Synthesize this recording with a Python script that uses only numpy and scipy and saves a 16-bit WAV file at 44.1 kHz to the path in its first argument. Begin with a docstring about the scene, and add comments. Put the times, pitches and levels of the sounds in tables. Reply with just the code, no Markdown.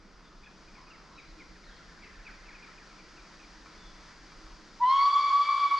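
"""Leaf hiss and a low rumble at a country platform between woods, with yelping jackdaws, hoarse caws,
small birds and a few far knocks. At 4.8 s a steam locomotive down the line opens its whistle:
the jet locks to the bell's pipe note, which slides up with pressure and holds in a rush of steam.
A weak lower note, moving air and echoes from the trees make the tone beat and fade."""
import sys
import numpy as np
from scipy import signal
from scipy.fft import rfft, irfft
from scipy.io import wavfile
from scipy.ndimage import uniform_filter1d

SR = 44100
rng = np.random.default_rng(int(sys.argv[2]) if len(sys.argv) > 2 else 0)


def bounce(signal):
    """Save signal as a 16-bit WAV file at the path given by the first command-line argument."""
    frames = np.transpose(np.atleast_2d(signal))
    limited = np.clip(frames, -1, 1)
    pcm = np.round(limited * 32767).astype(np.int16)
    wavfile.write(sys.argv[1], SR, pcm)


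N = 255339
T = np.arange(N) / SR
HZ = np.fft.rfftfreq(N, 1 / SR)
OPEN_S, SWELL_S, HARMONIC_LAG_S = 4.792, 0.038, 0.01

# whistle note, rising with steam pressure: t/s, f/Hz
WHISTLE_PITCH = [(4.795, 880), (4.818, 983), (4.845, 986.3), (4.87, 1020), (4.945, 1096), (5.02, 1120),
                 (5.2, 1148), (5.32, 1132), (5.42, 1145), (5.51, 1158), (5.66, 1135), (5.72, 1131),
                 (5.79, 1121)]
# fundamental, heard through moving air: t/s, level/dB
WHISTLE_LEVEL = [(4.815, -23.5), (4.845, -20), (4.865, -24), (4.895, -20.5), (4.97, -23), (5.08, -20.5),
                 (5.1, -25.5), (5.125, -27.5), (5.15, -21), (5.175, -20.5), (5.225, -28.5), (5.247, -23.5),
                 (5.29, -27.5), (5.32, -23.5), (5.36, -20), (5.385, -23.5), (5.418, -21), (5.445, -32),
                 (5.47, -34.5), (5.49, -23), (5.53, -25.5), (5.595, -29), (5.625, -24.5), (5.66, -20.5),
                 (5.696, -41.5), (5.716, -24), (5.742, -22.5), (5.757, -27.5), (5.79, -31)]
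# beating lower note: t/s, offset below main note/Hz, level re main note/dB
LOWER_NOTE = [(5.04, 60, -44), (5.1, 58.1, -4), (5.15, 61.8, -17), (5.22, 52.1, -2.5), (5.27, 46, -14.5),
              (5.32, 43.7, -9.5), (5.36, 42.1, -29), (5.43, 41.93, -30), (5.47, 49.9, -5), (5.58, 48, 0.5),
              (5.63, 42.06, -25), (5.79, 42.4, -29)]
# harmonics 2-6: level/dB, loss under full pitch/(dB/octave), sag/(dB/s), skirt/dB, tree scatter/dB
WHISTLE_OVERTONES = [(-44, 14.5, -1.5, -18, -1), (-41.5, 56, 8.5, -14.5, -0.5),
                     (-44.5, 66, 6.5, -8.5, -5.5), (-55, 29.5, 13.5, -9, -5.5), (-63, 41, 6, -12.5, -7.5)]
# fading in moving air, by harmonic number: t/s, gain/dB
OVERTONE_FADES = {2: [(4.84, 5), (4.875, -10.5), (4.905, 2.5), (4.97, -5.5), (5.005, 7.5), (5.08, -4),
                  (5.26, 3.5), (5.39, -3), (5.5, 4), (5.56, 1.5), (5.7, 4), (5.79, 0)], 4: [(4.885, -2.5),
                  (4.91, 9), (4.935, -8), (5.01, 6.5), (5.065, 7), (5.1, -6), (5.125, 9), (5.16, -6),
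                  (5.2, 3.5), (5.3, 0), (5.47, 3.5), (5.73, -5), (5.78, 7)]}
# steam jet: f/Hz, density/dB
JET_COLOUR = [(300, -23.5), (560, -1.5), (780, -9.5), (1000, 2), (1350, 3), (1650, 0), (2600, -5),
              (3300, 3), (4400, -0.5), (5400, -4.5), (6500, -14.5), (8000, -18.5), (10000, -34),
              (12000, -52)]
# steam jet: t/s, level/dB
JET_LEVEL = [(4.8, -62), (4.86, -52.5), (4.94, -47.5), (5.02, -46.5), (5.4, -47), (5.79, -47)]
# jet resonances: f/Hz, half width/Hz, level re rush/dB
JET_RESONANCES = [(998, 62, -0.5), (1313, 80, -6.5)]

# near jackdaws: t/s, length/s, first f/Hz, last f/Hz, level/dB
NEAR_YELPS = [(.433, 0.015, 1270, 1190, -56.5), (0.457, .024, 1304, 1176, -58),
              (0.466, .018, 888, 800, -55), (0.485, 0.02, 1290, 1120, -73), (0.676, 0.027, 1270, 1110, -61),
              (0.749, 0.023, 1234, 1040, -58), (0.772, 0.026, 1157, 927, -60),
              (0.867, 0.026, 1270, 1184, -61), (0.902, 0.031, 1390, 1270, -57.5),
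              (0.927, 0.04, 1180, 910, -59), (1.177, 0.031, 1314, 1076, -51),
              (1.211, 0.055, 1225, 858, -65), (1.386, 0.025, 1224, 1188, -58.5),
              (1.402, 0.028, 1185, 940, -52), (1.553, 0.023, 960, 725, -59.5),
              (1.666, 0.023, 950, 870, -61), (1.692, 0.023, 854, 740, -62), (1.972, 0.02, 816, 724, -57),
              (2.019, 0.039, 1200, 937, -54), (2.034, 0.047, 1390, 1143, -59),
              (2.053, 0.041, 1190, 844, -61), (2.137, 0.021, 1296, 1180, -61),
              (2.191, 0.019, 936, 760, -59), (2.247, 0.025, 1328, 1250, -58),
              (2.264, 0.023, 1230, 1056, -48.5), (2.284, 0.021, 810, 684, -52),
              (2.29, 0.038, 1074, 737, -57), (2.321, .035, 1230, 1080, -60),
              (2.455, 0.025, 1360, 1240, -59), (2.478, 0.043, 1220, 730, -54),
              (2.512, 0.034, 1218, 1016, -58), (2.544, 0.027, 1278, 1164, -54),
              (2.572, .04, 1230, 964, -62), (2.621, 0.034, 1217, 1175, -53), (2.675, .03, 1270, 1140, -70),
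              (2.711, 0.033, 1033, 740, -58), (2.778, 0.017, 1260, 1100, -55.5),
              (2.796, 0.034, 1106, 755, -62), (2.989, 0.023, 1236, 1110, -57),
              (3.165, 0.048, 1336, 1080, -59.5), (3.39, 0.029, 1295, 1194, -60),
              (3.424, 0.033, 1237, 1125, -58.5)]
# far jackdaws: t/s, call level/dB
FLOCK_LEVEL = [(.8, -77), (1.7, -66), (2.05, -62.5), (2.35, -63), (2.7, -63.5), (2.95, -67), (4.7, -68.5)]
# jackdaw voice: harmonic number, relative level/dB
YELP_HARMONICS = [(1, -10), (2, 7), (3, -12), (4, -11)]
# far caws: t/s, length/s, centre f/Hz, level/dB
CAW_CALLS = [(0.285, 0.087, 1280, -65), (0.761, 0.086, 990, -59.5), (.87, 0.17, 1270, -64.5),
             (1.084, .1, 1080, -62), (1.65, 0.077, 1600, -62), (1.76, 0.081, 1410, -62.5)]
# thin bird notes: t/s, length/s, first f/Hz, level/dB
SONG_NOTES = [(0.229, 0.071, 3630, -64.5), (0.438, 0.038, 3480, -62), (0.802, 0.044, 5170, -62),
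              (1.136, 0.093, 3990, -62), (1.156, 0.029, 1386, -53.5), (1.157, .026, 5500, -61),
              (1.24, .12, 4180, -65), (2.678, 0.023, 1353, -51.5), (3.756, 0.19, 3550, -61)]
# small-bird bursts: t/s, length/s, centre f/Hz, chip level/dB
TWITTER_BURSTS = [(.66, .3, 4610, -64), (1.16, 0.1, 4400, -70), (1.628, 0.15, 3730, -61),
                  (1.68, 0.093, 5020, -68)]
# far knocks: t/s, level/dB, share of full ring time
KNOCK_HITS = [(3.66, -50, 0.62), (4.32, -52, .5), (4.466, -53.5, 0.71)]
# modes of a knock: f/Hz, relative level/dB, full t60/s
KNOCK_RING = [(1110, 1.5, 0.11), (1270, -3.5, 0.34), (1526, -4, 0.062), (2340, -3.5, 0.138)]

# rumble, far drone, faint hum: t/s, level/dB (rumble before trim)
RUMBLE_LEVEL = [(0, -59), (1.2, -59), (1.5, -55), (2.35, -56), (2.9, -63), (3.8, -56.5), (4.3, -59.5),
                (4.5, -50.5), (4.7, -62), (5.79, -67.5)]
DRONE_LEVEL = [(0, -60), (4.8, -60), (5.1, -66.5), (5.79, -67)]
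HUM_LEVEL = [(0, -75), (1.25, -73), (1.37, -57.5), (1.52, -63), (1.7, -82), (2.1, -78), (2.8, -73),
             (3.2, -65), (3.5, -68), (4.25, -70.5), (4.45, -62.5), (4.7, -73), (5.79, -69)]
# air in the trees, before trim: t/s, wash level/dB, leaf level/dB
BREEZE_LEVELS = [(0, -61, -68.5), (.65, -59.5, -64.5), (.85, -58.5, -65), (1.15, -57.5, -64),
                 (1.4, -60, -63.5), (2.4, -57.5, -62), (3.3, -58, -61), (3.8, -56, -60.5), (4.7, -58, -61)]
# background spectra: f/Hz, density/dB
RUMBLE_SPECTRUM = [(8, -25.5), (22, -4.5), (33, -1), (52, -9), (75, -19.5), (110, -23.5), (250, -64.5)]
DRONE_SPECTRUM = [(60, -26.5), (115, -12.5), (155, 0), (195, 1), (245, -5.5), (320, -3.5), (480, -7.5),
                  (800, -16.5), (1500, -62.5)]
WASH_SPECTRUM = [(250, -14), (550, -4.5), (850, 0.5), (1030, 5.5), (1160, 2.5), (1320, 5.5), (1600, 1.5),
                 (2300, -3.5), (2800, -11.5), (4000, -17.5), (8000, -57.5)]
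LEAF_SPECTRUM = [(1800, -9.5), (2900, -4.5), (3500, -4), (4050, -3), (4750, 2.5), (5500, -1.5),
                 (6400, -5.5), (7200, -12), (8000, -19), (9500, -25.5), (12000, -46)]
# echoes off the station and the wood's edge: delay/s, relative level/dB
ECHO_TAPS = [(.046, -23), (.142, -15.5), (.19, -14), (.298, -21)]
# left-right likeness of noise: f/Hz, correlation
COHERENCE = [(40, .99), (130, .85), (300, .88), (1000, .94), (2000, .9), (4000, .87), (8000, .8)]
# microphone balance: f/Hz, left over right/dB
MIC_BALANCE = [(60, -0.2), (250, -1), (900, 0.2), (2300, 1), (4500, 2), (8000, 3)]


def whistle(jitter=0.0025, flutter=0.094, full_hz=1120, fading_db=1.5, lower_overtone_db=-10):
    """The steam jet locks to the bell's pipe note; turbulence shakes its pitch and strength."""
    pitch_hz, = curve(WHISTLE_PITCH)
    valve = np.clip((T - OPEN_S) / SWELL_S, 0, 1)
    phase = phase_of(pitch_hz * (1 + jitter * wander(45)))
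    strength = valve * (1 + flutter * wander(60))
    beat_hz, lower_db = curve(LOWER_NOTE)
    lower_phase = phase - phase_of(beat_hz * (1 + .15 * wander(8)))
    full_pressure = np.clip((T - 5.02) / .12, 0, 1)

    def harmonic(k, skirt_db):
        """Harmonic k of both notes in a skirt of turbulence; overtones sputter."""
        skirt = wander(69) * np.cos(k * phase) + wander(71) * np.sin(k * phase)
        sputter = amp(1.2 * min(k - 1, 2.4) * wander(33))
        lower_gain = amp(lower_db) if k == 1 else amp(lower_overtone_db) * full_pressure
        notes = np.cos(k * phase) + lower_gain * np.cos(k * lower_phase)
        return strength * sputter * (notes + amp(skirt_db) * skirt)

    fundamental = woods(harmonic(1, skirt_db=-32), wet_db=-9, t60_s=1.1, width=0.44)
    out = onset(1) * ride_level(fundamental, curve(WHISTLE_LEVEL)[0], span_s=0.033)
    flat_octaves = np.maximum(np.log2(full_hz / pitch_hz), 0)
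    held_s = np.maximum(T - OPEN_S, 0)
    for k, (db, loss_db_per_oct, sag_db_per_s, skirt_db, wet_db) in enumerate(WHISTLE_OVERTONES, 2):
        rise_db = -loss_db_per_oct * flat_octaves
        level_db = db + rise_db - sag_db_per_s * held_s + fading_db * wander(7.6)
        if k in OVERTONE_FADES:
            level_db += curve(OVERTONE_FADES[k])[0]
        tone = amp(rise_db) * onset(k) * harmonic(k, skirt_db)
        echoing = woods(tone, wet_db, t60_s=1.3, width=0.4)
        out += onset(k) * ride_level(echoing, level_db, span_s=0.069)
    return out


def onset(k):
    """The valve opens smoothly; harmonic k speaks just after the one below."""
    opening = np.clip((T - OPEN_S - (k - 1) * HARMONIC_LAG_S) / SWELL_S, 0, 1)
    return np.sin(np.pi / 2 * opening) ** 2


def steam(unrest_db=.7):
    """Rush of the jet, ringing loosely on both sides of the held note."""
    rings = sum(amp(db) * band(noise(JET_COLOUR), hz, width_hz) for hz, width_hz, db in JET_RESONANCES)
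    level_db = curve(JET_LEVEL)[0] + unrest_db * wander(25)
    return onset(1) * amp(level_db) * (noise(JET_COLOUR) + rings)


def jackdaws(far_calls=130):
    """Near birds call clearly; the flock behind chatters harshly at random."""
    near, far = np.zeros(N), np.zeros(N)
    shake = np.array([wander(hz) for hz in (480, 260, 260)])
    for start_s, length_s, first_hz, last_hz, db in NEAR_YELPS:
        call = yelp(length_s, first_hz, last_hz, shake[:, int(start_s * SR):], rough=.022, rasp=.27)
        add(near, start_s, amp(db) * call)
    flock_db, = curve(FLOCK_LEVEL)
    for k, (when, size, pitch) in enumerate(rng.random((far_calls, 3))):
        start_s = FLOCK_LEVEL[-1][0] * (k + when) / far_calls
        hz, at = 740 + 560 * pitch, int(start_s * SR)
        call = yelp(.03 + .03 * size, hz, .7 * hz, shake[:, at:], rough=.035, rasp=.45)
        add(far, start_s, amp(flock_db[at]) * call)
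    return woods(near, wet_db=-7.5, t60_s=.36, echo_db=-8) + woods(far, wet_db=-1, t60_s=.3)


def yelp(length_s, first_hz, last_hz, shake, rough, rasp):
    """One falling call: strong second harmonic, each harmonic in a skirt of rasp."""
    progress = np.linspace(0, 1, int(length_s * SR))
    jitter, rasp_sin, rasp_cos = shake[:, :len(progress)]
    glide_hz = first_hz + (last_hz - first_hz) * progress ** 1.3
    phase = phase_of(glide_hz * (1 + rough * jitter))
    voice = sum(amp(db) * ((1 + rasp * rasp_sin) * np.sin(k * phase) + rasp * rasp_cos * np.cos(k * phase))
                for k, db in YELP_HARMONICS)
    return unit(voice) * signal.windows.tukey(len(voice), .35)


def caws(rattle_hz=95, half_width_hz=150):
    """Far, hoarse calls: rattling breath through one throat resonance."""
    out = np.zeros(N)
    rattle = 1 + np.cos(phase_of(rattle_hz * (1 + .1 * wander(17.8))))
    breath = rattle * rng.standard_normal(N)
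    for start_s, length_s, hz, db in CAW_CALLS:
        call = band(breath, hz, half_width_hz)[int(start_s * SR):][:int(length_s * SR)]
        add(out, start_s, amp(db) * unit(call) * signal.windows.tukey(len(call), .5))
    return woods(out, wet_db=-6.5, t60_s=0.17, echo_db=-10)


def songbirds(waver=0.021, droop=0.047):
    """Thin, wavering, drooping notes from deep in the trees."""
    out, shake = np.zeros(N), wander(90)
    for start_s, length_s, first_hz, db in SONG_NOTES:
        size = int(length_s * SR)
        glide_hz = first_hz * np.linspace(1, 1 - droop, size)
        hz = glide_hz * (1 + waver * shake[int(start_s * SR):][:size])
        add(out, start_s, amp(db) * np.sin(phase_of(hz)) * signal.windows.tukey(size, .6))
    return woods(out, wet_db=-6.5, t60_s=0.69, echo_db=-3)


def twitters(chips=13, chip_s=0.0142, spread=0.148, fall=0.11):
    """Small birds scatter quick, falling chips around one pitch per burst."""
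    out, progress = np.zeros(N), np.linspace(0, 1, int(chip_s * SR))
    for start_s, length_s, centre_hz, db in TWITTER_BURSTS:
        for k, (when, pitch) in enumerate(rng.random((chips, 2))):
            chip_hz = centre_hz * (1 + spread * (2 * pitch - 1))
            glide_hz = chip_hz * (1 + fall * (.5 - progress))
            chip = np.sin(phase_of(glide_hz)) * np.sin(np.pi * progress)
            add(out, start_s + length_s * (k + when) / chips, amp(db) * chip)
    return woods(out, wet_db=-2, t60_s=.4, echo_db=-8)


def knocks(thud_db=-2, thud_s=0.0094):
    """Far, dull blows: a short thud and a brief ring."""
    out, t = np.zeros(N), np.arange(SR // 4) / SR
    thud = band(rng.standard_normal(N), hz=1380, half_width_hz=297)[:len(t)] * np.exp(-t / thud_s)
    for start_s, db, ring_share in KNOCK_HITS:
        ring = sum(amp(mode_db - 60 * t / (ring_share * t60_s)) * np.sin(2 * np.pi * hz * t)
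                   for hz, mode_db, t60_s in KNOCK_RING)
        add(out, start_s, amp(db) * (ring + amp(thud_db) * thud))
    return woods(out, wet_db=-17, t60_s=0.25, echo_db=-4)


def open_air(rumble_trim_db=1.55, wash_trim_db=-1.0, leaf_trim_db=2.0, gust_db=0.5):
    """Low rumble, a far drone with a hum in it, and air in the trees: wash and leaf hiss."""
    wash_db, leaf_db = curve(BREEZE_LEVELS)
    stir_db = .7 * wander(12)
    rumble = amp(curve(RUMBLE_LEVEL)[0] + rumble_trim_db + gust_db * wander(8)) * noise(RUMBLE_SPECTRUM)
    drone = amp(curve(DRONE_LEVEL)[0] + 0.2 * wander(7)) * noise(DRONE_SPECTRUM)
    hum = amp(curve(HUM_LEVEL)[0]) * band(noise(DRONE_SPECTRUM), hz=316, half_width_hz=12)
    wash = amp(wash_db + wash_trim_db + stir_db) * noise(WASH_SPECTRUM)
    leaves = amp(leaf_db + leaf_trim_db + .5 * stir_db) * noise(LEAF_SPECTRUM)
    return rumble + drone + hum + wash + leaves


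def woods(x, wet_db, t60_s, width=0.6, echo_db=0, trunks_per_s=2000, build_s=.04):
    """Direct sound, a few distinct echoes and the scatter of many trunks, in stereo."""
    t = np.arange(2 * SR) / SR
    trunks = rng.standard_normal((2, len(t))) * (rng.random((2, len(t))) < trunks_per_s / SR)
    trunks *= amp(-60 * t / t60_s) * (1 - np.exp(-t / build_s))
    mid, side = amp(wet_db) * trunks / np.linalg.norm(trunks, axis=1, keepdims=True)
    mid[0] = 1  # direct path
    for delay_s, db in ECHO_TAPS:
        mid[round(delay_s * SR)] += amp(db + echo_db)
    response = np.array([mid + width * side, mid - width * side])
    return signal.fftconvolve(x[None], response, axes=1)[:, :N]


def ride_level(x, db, span_s):
    """Sets a tone's slow level; keeps beats quicker than the span."""
    size = int(span_s * SR)
    power = abs(uniform_filter1d(uniform_filter1d((x ** 2).mean(0), size), size // 2))
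    return amp(db) * x / np.sqrt(power + .01)


def noise(colour):
    """Coloured stereo noise, partly coherent, rms 1."""
    left, other = rfft(rng.standard_normal((2, N)))
    same = np.clip(spectrum(COHERENCE, HZ), 0, 1)
    right = same * left + np.sqrt(1 - same ** 2) * other
    return unit(irfft(np.array([left, right]) * amp(spectrum(colour, HZ)), N))


def band(x, hz, half_width_hz):
    """Soft resonance, rms 1."""
    return unit(irfft(rfft(x) / (1 + ((HZ - hz) / half_width_hz) ** 2), N))


def wander(rate_hz, points=8192):
    """Low-passed random drift, rms about 1."""
    hz = np.fft.rfftfreq(points, T[-1] / points)
    slow = irfft(rfft(rng.standard_normal(points)) / (1 + (hz / rate_hz) ** 2))
    return np.interp(T, np.linspace(0, T[-1], points), unit(slow))


def spectrum(rows, hz):
    """Table interpolated over log frequency."""
    row_hz, values = np.transpose(rows)
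    return np.interp(np.log(hz + 1), np.log(row_hz), values)


def curve(rows):
    """Each value column of a time table, per sample."""
    times_s, *columns = np.transpose(rows)
    return [np.interp(T, times_s, column) for column in columns]


def add(mix, start_s, sound):
    """Mixes a sound in at start_s."""
    part = mix[round(start_s * SR):][:len(sound)]
    part += sound[:len(part)]


def phase_of(hz):
    """Running phase in radians."""
    return 2 * np.pi * np.cumsum(hz) / SR


def amp(db):
    """Decibels to gain."""
    return 10 ** (np.asarray(db) / 20)


def unit(x):
    """Scales to rms 1."""
    return x / np.sqrt(np.mean(x ** 2) + 1e-20)


def scene():
    """Everything heard from the platform."""
    return whistle() + steam() + jackdaws() + caws() + songbirds() + twitters() + knocks() + open_air()


def record(dry, lag_samples=0.49, cutoff_hz=12000):
    """Two close, band-limited microphones; the left slightly later and brighter."""
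    hz = np.linspace(0, SR / 2, 513)
    tilt = amp(spectrum(MIC_BALANCE, hz) / 2)
    left, right = (signal.firwin2(255, hz, gain * (hz < cutoff_hz), window=("kaiser", 9), fs=SR)
                   for gain in (tilt, 1 / tilt))
    left = (1 - lag_samples) * left + lag_samples * np.roll(left, 1)
    return signal.oaconvolve(dry, np.array([left, right]), "same", axes=1)


dry = scene()
out = record(dry)
bounce(out)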